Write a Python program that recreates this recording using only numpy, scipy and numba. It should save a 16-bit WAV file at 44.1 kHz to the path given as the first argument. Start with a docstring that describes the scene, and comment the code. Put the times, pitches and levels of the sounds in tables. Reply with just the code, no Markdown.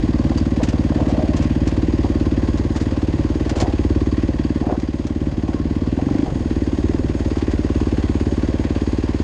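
"""A four-stroke, one-cylinder dirt bike crawls down a stony gully, heard from the rider's helmet. From the
start it chugs near idle: puffs of gas ring the exhaust and airbox, metal rattles, and a low rumble of exhaust
and air comes and goes. Tyres crunch over stones that knock on the frame, grit scratches, the chain clinks, and
near 1 s a scrape makes the frame groan. From 3 s the firings thud harder over bumps, then more stones strike.
Near 5.8 s and 6.8 s two blips of throttle make the pipe bark, and it settles back to idle. A limiter holds
peaks."""
import sys
import numpy as np
from scipy import signal
from scipy.fft import rfft, irfft, next_fast_len
from scipy.io import wavfile
from scipy.ndimage import uniform_filter1d, minimum_filter1d
from numba import njit

SR = 44100
rng = np.random.default_rng(int(sys.argv[2]) if len(sys.argv) > 2 else 0)


def output_pcm(signal):
    """Save a mono or channel-first signal as 16-bit PCM at the path in sys.argv[1].

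    Samples are clipped to [-1, 1] before scaling.
    """
    pcm = np.clip(np.atleast_2d(signal).T, -1, 1) * 32767
    wavfile.write(sys.argv[1], SR, np.round(pcm).astype(np.int16))


N = 407043
LEAD = int(.1 * SR)  # extra samples before time zero: the engine is already running
TIME = np.arange(-LEAD, N) / SR
FFT_SIZE = next_fast_len(len(TIME) + 4 * LEAD)
FREQS = np.arange(FFT_SIZE // 2 + 1) * SR / FFT_SIZE

# Below, a "gain" only turns a part up or down; later steps set how loud it ends up.
# engine speed near idle: (time [s], firing rate [Hz])
IDLE_RATE = [(0.0, 18.827), (1.05, 17.991), (1.94, 18.907), (2.08, 17.938), (2.95, 18.594), (3.14, 18.15),
             (3.52, 19.158), (3.64, 17.468), (4.37, 18.715), (4.5, 18.301), (5.52, 18.229), (6.27, 17.922),
             (7.68, 18.049), (8.2, 17.393), (8.44, 18.6), (8.88, 17.59), (9.01, 19.001), (9.2, 17.973)]
# short twists of the throttle: (time [s], length [s])
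THROTTLE_BLIPS = [(5.845, .405), (6.835, .135)]
# how hard the engine pulls: (time [s], chug gain [dB], extra low boom [dB])
ENGINE_LOAD = [(0, 3.5, -3), (.7, 2.3, -1.5), (1.2, 3.2, -2.7), (1.5, 2.2, -1.1), (2.3, 0.9, 0.8),
               (2.75, -2, 0.8), (3.15, -1.5, 0.8), (3.5, -3, 2), (3.9, 1.4, 2.8), (4.5, 0.3, -2.5),
               (5.0, -3, -1.4), (5.6, -1.4, -1.2), (6.2, 0, -2), (6.36, 0, -1.5), (6.42, -1, -2),
               (6.6, 0.5, 0.5), (6.78, -1, -1.5), (6.85, 3, 1.5), (6.94, 0, -1), (7.2, -2, 1),
               (8.1, 1.1, 1), (8.55, -1, 0), (9.2, -2, 1)]
# firings that burn poorly: (time [s], gain [dB])
POOR_BURNS = [(1.72, -5), (4.345, -7), (5.33, -9), (6.28, -7), (6.32, -9)]
# notes the exhaust pipe rings at: (pitch [Hz], width [Hz], gain [dB], sign [+1 or -1])
EXHAUST_NOTES = [(88.3, 12, -9, 1), (91.6, 111.7, 4.5, -1), (100.9, 72.5, 6, 1), (266.8, 152.6, 2.5, 1),
                 (321.1, 125.8, 1.84, -1)]
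# notes the air intake box rings at: (pitch [Hz], width [Hz], gain [dB], sign [+1 or -1])
AIRBOX_NOTES = [(55.76, 13, 1, -1), (245, 87, -12.5, 1), (337, 50.5, -12.5, -1), (544, 35, -18.5, 1)]
# tuning of the pipe as the gas warms and cools: (time [s], pitch factor [ratio])
PIPE_TUNING = [(0, .97), (.7, .95), (1.2, 0.99), (1.5, 0.96), (1.9, 1.05), (2.4, 1), (3.2, 1.036),
               (3.6, 1.04), (4.0, 1.034), (4.5, 0.99), (5.6, 0.99), (6.25, 0.92), (6.6, 1), (7.0, 1.01),
               (7.3, 0.99), (7.9, 0.98), (8.5, 0.97), (9.2, 0.97)]
# how much of the pipe's bark lingers at idle: (time [s], gain [dB])
IDLE_BARK = [(0, -31), (2.8, -29.5), (3.05, -19.5), (3.4, -18.5), (3.6, -31), (6.6, -33), (7.1, -46.5)]
# the chug's hollow thud: (time [s], gain [dB])
THUD_GAIN = [(0, 4.5), (.9, 7), (1.6, 8.5), (1.9, 5), (2.9, 8.5), (3.3, 3), (3.7, 1), (4.2, 7), (4.9, 3),
             (5.4, 8.5), (6.15, 1), (7, 3), (9.2, 4.5)]
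# the chug's hard edge: (time [s], gain [dB])
EDGE_GAIN = [(0, -1), (2.4, -6.5), (3.55, 1), (4.2, -1.5), (6.72, 1), (6.84, 7.5), (7.1, 5.5), (7.25, 4),
             (7.55, 6.5), (8.7, 5.5), (8.95, 9), (9.2, 6.5)]
# single firings thump harder over bumps: (time [s], length [s], gain of the added thump [dB])
BUMP_THUMPS = [(3.025, 0.022, -8), (3.08, .025, -6), (3.135, .025, -5), (3.187, 0.021, 1), (3.24, 0.018, 7),
               (3.40, 0.018, 2), (3.51, 0.03, -3), (3.615, 0.023, 5)]
# strength of the engine's clatter: (time [s], gain [dB])
CLATTER_GAIN = [(0, 3), (1.5, 3), (2.4, 2), (4.2, 2), (5.0, -2), (5.5, 0), (5.9, -0.5), (7.6, 3),
                (9.2, 2.8)]
# tone of the engine's rattle: (frequency [Hz], gain [dB])
RATTLE_TONE = [(250, 2), (450, 5.5), (800, 3.5), (1150, -2.5), (1320, -8.5), (1600, -2.5), (2400, -8.5),
               (3800, -10.5), (5300, -13.5), (6100, -17), (7000, -18.5), (8200, -26.5), (9500, -30),
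               (10500, -64.5)]
# notes of the engine's metal casings: (pitch [Hz], rough width [Hz], gain [dB])
CASING_NOTES = [(409.6, 40, 7), (566, 55, 11), (905, 78, -1.5), (1071, 82, 4), (1490, 180, -6.5),
                (1900, 216, -4), (2600, 450, -9), (3263, 120, -9), (4514, 180, -13), (4880, 110, -10.5)]
# notes of the cylinder when the piston slaps it: (pitch [Hz], rough width [Hz], gain [dB])
CYLINDER_NOTES = [(1795, 120, 1), (2570, 300, -6), (4540, 130, -2.5)]
# loudness of the piston slap: (time [s], level [dB])
SLAP_LOUDNESS = [(0, -54.5), (3.7, -57), (4.05, -55), (4.5, -50), (4.8, -70), (6.4, -72), (7.2, -60),
                 (9.2, -55.5)]
# tone of the engine's hiss, with one thin ringing band: (frequency [Hz], gain [dB])
HISS_TONE = [(3000, -26), (4600, -8.5), (5200, -7.5), (6150, -23.5), (6400, 3), (6620, 2), (7200, -11),
             (8200, -11), (9400, -15), (10300, -31), (12000, -57)]
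# loudness of that hiss: (time [s], level [dB])
HISS_LOUDNESS = [(0, -57.5), (2.4, -57.5), (4.3, -57), (5.0, -61), (5.9, -60.5), (6.3, -55.5), (7.3, -55),
                 (9.2, -54.5)]
# notes of the frame when stones strike: (pitch [Hz], rough width [Hz], gain [dB])
FRAME_NOTES = [(375, 40, 1.5), (495, 41, 3.5), (615, 37, 1), (726, 56, 2), (798, 22, -4), (975, 24, -9.5),
               (1070, 67, -10)]
# stones hit the frame: (time [s], peak level [dB], pitch it rings most around [Hz])
STONE_KNOCKS = [(.317, -18, 850), (.606, -23, 760), (.732, -21, 700), (.758, -32, 700), (.921, -18.5, 640),
                (1.003, -15, 623), (1.027, -20, 520), (1.102, -17, 570), (1.165, -32, 600),
                (1.192, -15.5, 615), (1.823, -30, 750), (2.047, -17.5, 840), (2.694, -30, 750),
                (3.345, -30, 700), (3.607, -21, 760), (3.625, -15.5, 766), (3.659, -20, 800),
                (4.624, -25, 830), (4.669, -24, 730), (4.698, -19, 726), (4.725, -18, 720),
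                (4.741, -20, 520), (5.483, -21, 700), (5.989, -20, 700), (6.028, -30, 750),
                (6.088, -21, 780), (6.262, -24, 820), (7.801, -26, 910)]
# a tyre crunches through stones: (time [s], length [s], gain [dB])
TYRE_CRUNCHES = [(.315, 0.018, -34), (.598, 0.024, -26), (.95, 0.32, -32), (2.048, 0.014, -31.5),
                 (3.52, 0.19, -31.5), (3.61, 0.041, -36.5), (4.62, 0.14, -32), (4.69, 0.018, -25),
                 (5.475, 0.057, -36.5), (5.98, 0.19, -38), (6.255, 0.05, -31)]
# tone of the loose stones: (frequency [Hz], gain [dB])
STONE_TONE = [(200, -6), (400, 14.5), (520, 10), (640, 8.5), (800, 8), (1080, -3.5), (1350, -7.5),
              (2200, -19.5), (5000, -32), (10000, -52.5)]
# a tyre scrapes along the rut: (time [s], length [s], level [dB])
RUT_SCRAPES = [(.92, 0.42, -32.5)]
# grit scratches: (time [s], length [s], level [dB])
GRIT_SCRATCHES = [(.372, 0.01, -31), (.63, 0.0058, -22.5), (.685, 0.004, -25.5), (.727, .005, -40),
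                  (1.08, 0.03, -37.5), (1.364, 0.013, -31.5), (1.42, 0.011, -33), (1.672, 0.0068, -27.5),
                  (2.573, 0.01, -34.5), (2.76, 0.0088, -29.5), (2.805, 0.016, -35), (3.492, 0.0074, -26.5),
                  (3.558, 0.027, -32.5), (3.599, 0.018, -22.5), (4.797, 0.0051, -37), (5.067, 0.0053, -35),
                  (5.481, 0.0055, -41), (7.38, 0.0067, -37), (7.51, .006, -34.5)]
# tone of the grit: (frequency [Hz], gain [dB])
GRIT_TONE = [(500, 16), (1200, 8.5), (2200, 6), (4500, 2), (7000, 1.5), (8500, -10), (10000, -19.5),
             (13000, -45)]
# the chain clinks on its guide: (time [s], length [s], level [dB])
CHAIN_CLINKS = [(.374, 0.011, -37), (4.112, .012, -45), (4.432, .014, -45)]
# tone of the low rumble of exhaust and air: (frequency [Hz], gain [dB])
RUMBLE_TONE = [(15, -22), (24, -15.5), (38, -6), (100, -1.5), (150, 1), (195, -11), (330, -5), (430, -14.5),
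               (600, -17.5), (1000, -33.5), (2000, -67.5)]
# strength of that rumble: (time [s], gain [dB])
RUMBLE_GAIN = [(0, -0.5), (2.4, 0.5), (3.0, -1), (3.5, -1), (3.7, -0.5), (4.2, -2.5), (4.95, -6), (5.5, 1.5),
               (5.9, -1), (6.15, 2.5), (6.35, -1), (7.3, -3), (9.2, -6)]


def chug(cycle, throttle, coasting_hz):
    """The exhaust valve lets out a blast; almost a quarter of a cycle later the intake gulps air."""
    load_db, boom_db = curve(ENGINE_LOAD)
    load_db, boom_db = load_db + 11 * throttle, boom_db - 9 * throttle
    pitch = curve(PIPE_TUNING)[0] + 0.13 * throttle + 0.011 * wander(18)  # no two firings are equally hot
    blast, gulp = valve_puffs(cycle, throttle, coasting_hz)
    # on open throttle the pipe's upper notes widen and one barking note takes over
    widen = gain(5 * throttle)
    pipe = duct(blast, EXHAUST_NOTES, boom_db, pitch, widen)
    bark_amount = throttle ** 2 + gain(curve(IDLE_BARK)[0])
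    bark = gain(8.5) * moving_resonance(pipe * bark_amount, hz=290 * pitch, width=45 * widen)
    airbox = duct(gulp, AIRBOX_NOTES, boom_db, pitch, widen)
    pressure = set_level(pipe * gain(-2.5 * throttle) + bark + airbox, 0)
    muffled = filtered(thud_and_edge(pressure), 1 / np.sqrt(1 + (FREQS / 750) ** 8))  # cut above 750 Hz
    # the rushing gas swirls in step with the pressure
    rasp = set_level(filtered(pressure * noise(), resonance(hz=515, width=150) ** 2), -30)
    return (muffled + rasp) * gain(load_db - 18.5)


def valve_puffs(cycle, throttle, coasting_hz):
    """One exhaust blast and one intake gulp a cycle; the blasts weaken while the engine coasts."""
    blast_times, gulp_times = valve_times(cycle, 0), valve_times(cycle, 0.2373)
    coasting_db = -np.interp(blast_times, TIME, coasting_hz)  # 1 dB weaker for each Hz above idle
    burn_db = coasting_db - 0.2 * noise()[:len(blast_times)]
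    for time, db in POOR_BURNS:
        burn_db[np.argmin(abs(blast_times - time))] += db
    blast = puffs(blast_times, gain(burn_db), soft_s=0.00014)
    gulp = puffs(gulp_times, gain(-noise()[:len(gulp_times)]), soft_s=0.00025)
    return blast, gulp * gain(-18 * throttle + 0.3 * coasting_hz)


def valve_times(cycle, share):
    """The moments when each engine cycle reaches a given share of its length."""
    return np.interp(np.arange(int(cycle[-1] - share) + 1) + share, cycle, TIME)


def puffs(times, sizes, soft_s):
    """A rounded puff of gas at each time."""
    spikes = np.bincount(np.searchsorted(TIME, times), sizes, len(TIME))
    return filtered(spikes, (1 + 2j * np.pi * FREQS * soft_s) ** -3)


def duct(push, notes, boom_db, pitch, widen):
    """Puffs ring a pipe or box: low notes boom at a steady pitch, higher ones shift with the gas."""
    out, steady = 0, np.ones(len(push))
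    for hz, width, db, sign in notes:
        if hz < 120:
            wave = moving_resonance(push, hz * steady, width * steady) * gain(boom_db)
        else:
            wave = moving_resonance(push, hz * pitch, width * widen) / widen
        out = out + sign * gain(db) * wave
    return out


def thud_and_edge(x):
    """The chug's hollow thud and hard edge swell and fade; over the bumps single firings thump."""
    bumps = bursts(BUMP_THUMPS, attack_s=.003, release_s=.005)
    thumps = filtered(x * bumps, resonance(hz=138, width=55))
    thud = filtered(x * (gain(curve(THUD_GAIN)[0]) - 1), resonance(hz=152, width=30))
    edge = filtered(x * (gain(curve(EDGE_GAIN)[0]) - 1), resonance(hz=409, width=70))
    return x + thumps + thud + edge


def throttle_blips(twist_per_s=1.6, shut_s=.008, rev_hz_per_s=21.54, coast_s=.1):
    """The throttle (0 to 1) opens steadily and snaps shut; the engine speeds up, then coasts down."""
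    throttle = revs_hz = coasting_hz = 0
    for start, length in THROTTLE_BLIPS:
        held = np.clip(TIME - start, 0, length)
        since_shut = np.maximum(TIME - start - length, 0)
        throttle += np.minimum(twist_per_s * held, 1) * np.exp(-since_shut / shut_s)
        extra_hz = rev_hz_per_s * held * np.exp(-since_shut / coast_s)
        revs_hz += extra_hz
        coasting_hz += extra_hz * (since_shut > 0)
    return throttle, revs_hz, coasting_hz


def clatter(cycle, throttle):
    """The piston knocks as the fuel burns, valves tick shut later, gears and chain rattle throughout."""
    knock = shaking(cycle, start=-0.29, rise=0.11, fall=0.28) * gain(1.5 * wander(36))
    from_tick = (cycle - 0.41 + .5) % 1 - .5  # distance from the valve tick, in cycles
    ticks = np.exp(-.5 * (from_tick / 0.084) ** 2) * gain(-10 + 2 * wander(30))
    gears = gain(-4 + wander(15))
    force = knock + ticks + gears
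    rattle = filtered(force * clicks(14000, spread_db=-1.5), tone(RATTLE_TONE))
    metal = 0
    for hz, width, db in CASING_NOTES:
        shake = force * noise() * gain(2 * wander(25))  # each part shakes a little differently
        metal += gain(db) * filtered(shake, resonance(hz, 1.78 * width) ** 2)
    return (set_level(rattle, -40) + set_level(metal, -41)) * gain(curve(CLATTER_GAIN)[0] + 5 * throttle)


def piston_slap(cycle):
    """Just before each exhaust blast the piston rocks against the cylinder with a metallic tick."""
    force = shaking(cycle, start=-0.18, rise=0.066, fall=0.095)
    metal = 0
    for hz, width, db in CYLINDER_NOTES:
        metal += gain(db) * filtered(force * noise(), resonance(hz, 2 * width) ** 2)
    return set_level(metal, curve(SLAP_LOUDNESS)[0])


def shaking(cycle, start, rise, fall):
    """Once a cycle a blow sets parts shaking, then they settle (times are shares of a cycle)."""
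    age = (cycle - start) % 1
    shake = (1 - np.exp(-(age / rise) ** 2)) * np.exp(-age / fall)
    return shake / shake.max()


def engine_hiss():
    """Fast-turning engine parts hiss with a slight flicker."""
    hiss = filtered(noise() * gain(1.5 * wander(30)), tone(HISS_TONE))
    return set_level(hiss, curve(HISS_LOUDNESS)[0])


def stone_knocks(crack_s=0.0025, reach_octaves=0.34, detune=0.016):
    """A stone hits with a gritty crack and the frame rings; where it hits decides which notes are loud."""
    age = np.arange(int(.12 * SR)) / SR
    hz, width, db = np.transpose(FRAME_NOTES)[:, :, None]
    crack_band = signal.butter(4, [300, 1050], "bandpass", fs=SR, output="sos")
    out = np.zeros(len(TIME))
    for time, peak_db, centre_hz in STONE_KNOCKS:
        weight = gain(db) * np.exp(-.5 * (np.log2(hz / centre_hz) / reach_octaves) ** 2)
        tuned_hz = hz * (1 + detune * rng.standard_normal(hz.shape))
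        waves = rng.choice([-1, 1], hz.shape) * np.sin(2 * np.pi * tuned_hz * age)
        ring = np.sum(weight * waves * np.exp(-np.pi * width * age), axis=0)
        crack = signal.sosfilt(crack_band, rng.standard_normal(len(age)) * np.exp(-age / crack_s))
        blow = ring / abs(ring).max() + gain(-3) * crack / abs(crack).max()
        start = np.searchsorted(TIME, time)
        out[start:start + len(blow)] += gain(peak_db) * blow / abs(blow).max()
    return out


def tyres_on_stones():
    """Fine gravel rolls under the tyres and larger stones crunch; both ring the frame."""
    rolling = clicks(3000, spread_db=2) * gain(-47 + 1.5 * wander(12))
    contact = bursts(TYRE_CRUNCHES, attack_s=0.0025, release_s=0.01)
    crunch = clicks(2000, spread_db=3) * contact * gain(-0.5 * wander(40))
    frame = abs(sum(gain(db) * resonance(hz, 2 * width) ** 2 for hz, width, db in FRAME_NOTES))
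    frame_and_stones = np.hypot(set_level(frame, -4), set_level(tone(STONE_TONE), -3))
    return filtered(rolling + crunch, frame_and_stones)


def grit():
    """Grit scratches now and then in a short spray of bright clicks."""
    grains = filtered(clicks(4900, spread_db=3), tone(GRIT_TONE))
    return set_level(grains, 0) * bursts(GRIT_SCRATCHES, attack_s=0.0011, release_s=0.012)


def rut_scrape():
    """A tyre scrapes along the rut and makes the frame groan."""
    groan = filtered(clicks(430, spread_db=-3), resonance(hz=612, width=85) ** 2)
    return set_level(groan, 0) * bursts(RUT_SCRAPES, attack_s=0.0053, release_s=0.023)


def chain():
    """Chain links strike one after another and ring briefly."""
    links = filtered(clicks(3000, spread_db=4), resonance(hz=4650, width=330) ** 2)
    return set_level(links, 0) * bursts(CHAIN_CLINKS, attack_s=.001, release_s=0.0096)


def low_rumble():
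    """A low, uneven rumble of exhaust and air that comes and goes."""
    flutter = gain(1.2 * wander(12) + curve(RUMBLE_GAIN)[0])
    return set_level(filtered(noise() * flutter, tone(RUMBLE_TONE)), -29.5)


def gain(db):
    """Turn decibels into a number to multiply by."""
    return 10 ** (np.asarray(db) / 20)


def set_level(x, db):
    """Scale x to an average (rms) of 1, then turn it up or down by db."""
    return x * gain(db) / np.sqrt(np.mean(x ** 2))


def curve(table):
    """Join a timed table's points with straight lines: one curve for each column after the time."""
    times, *columns = np.transpose(table)
    return [np.interp(TIME, times, column) for column in columns]


def bursts(table, attack_s, release_s):
    """A loudness shape for events that swell, hold for their length and die away."""
    out = np.zeros(len(TIME))
    for start, length, db in table:
        near = slice(*np.searchsorted(TIME, [start, start + 1]))
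        age = TIME[near] - start
        swell = 1 - np.exp(-age / attack_s)
        out[near] += gain(db) * swell * np.exp(-np.maximum(age - length, 0) / release_s)
    return out


def noise():
    """White noise: a new random number for every sample."""
    return rng.standard_normal(len(TIME))


def wander(per_s):
    """A smooth random drift of about 1 either way, with per_s new targets a second."""
    hold = int(SR / per_s)
    steps = noise()[np.arange(len(TIME)) // hold]
    return 1.3 * uniform_filter1d(uniform_filter1d(steps, hold), hold)


def clicks(per_s, spread_db):
    """Tiny impacts of uneven size at random moments, about per_s a second."""
    hits = rng.random(len(TIME)) < per_s / SR
    return set_level(hits * np.sign(noise()) * gain(spread_db * noise()), 0)


def filtered(x, response):
    """Turn each frequency of a sound up or down as the filter's response says."""
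    return irfft(rfft(x, FFT_SIZE) * response, FFT_SIZE)[:len(x)]


def tone(points):
    """A filter drawn through (frequency [Hz], gain [dB]) points."""
    hz, db = np.transpose(points)
    return gain(np.interp(np.log(FREQS + 1), np.log(hz), db))


def resonance(hz, width):
    """A filter that rings at one pitch; the smaller its width [Hz], the longer it rings."""
    return 1j * FREQS * width / (hz ** 2 - FREQS ** 2 + 1j * FREQS * width)


@njit
def moving_resonance(x, hz, width):
    """Pass x through a ringing filter whose pitch and width can change at every sample."""
    out, band, low = np.empty(len(x)), 0., 0.
    for i in range(len(x)):
        step, damping = np.tan(np.pi * hz[i] / SR), width[i] / hz[i]
        swing = (band + step * (x[i] - low)) / (1 + step * (step + damping))
        band, low = 2 * swing - band, low + 2 * step * swing
        out[i] = damping * swing
    return out


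def scene():
    """Engine, trail and a low rumble of exhaust and air at the helmet; the throttle drives speed, loudness and
    clatter."""
    throttle, revs_hz, coasting_hz = throttle_blips()
    firing_hz = curve(IDLE_RATE)[0] + revs_hz
    cycle = -.557 + np.cumsum(firing_hz) / SR  # counts engine cycles, each two turns of the crank
    exhaust_and_intake = chug(cycle, throttle, coasting_hz)
    machinery = clatter(cycle, throttle) + piston_slap(cycle) + engine_hiss()
    trail = tyres_on_stones() + grit() + rut_scrape() + stone_knocks()
    return (exhaust_and_intake + machinery + trail + chain() + low_rumble())[None, LEAD:]


def record(dry):
    """A limiter turns the sound down just ahead of each loud peak; treble above 13 kHz is cut."""
    ceiling, span = .54, int(.006 * SR)
    needed_gain = ceiling / np.maximum(abs(dry), ceiling)
    smooth_gain = uniform_filter1d(minimum_filter1d(needed_gain, span), span)
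    treble_cut = signal.ellip(8, .2, 70, 13000, fs=SR, output="sos")
    return signal.sosfilt(treble_cut, dry * smooth_gain)


dry = scene()
out = record(dry)
output_pcm(out)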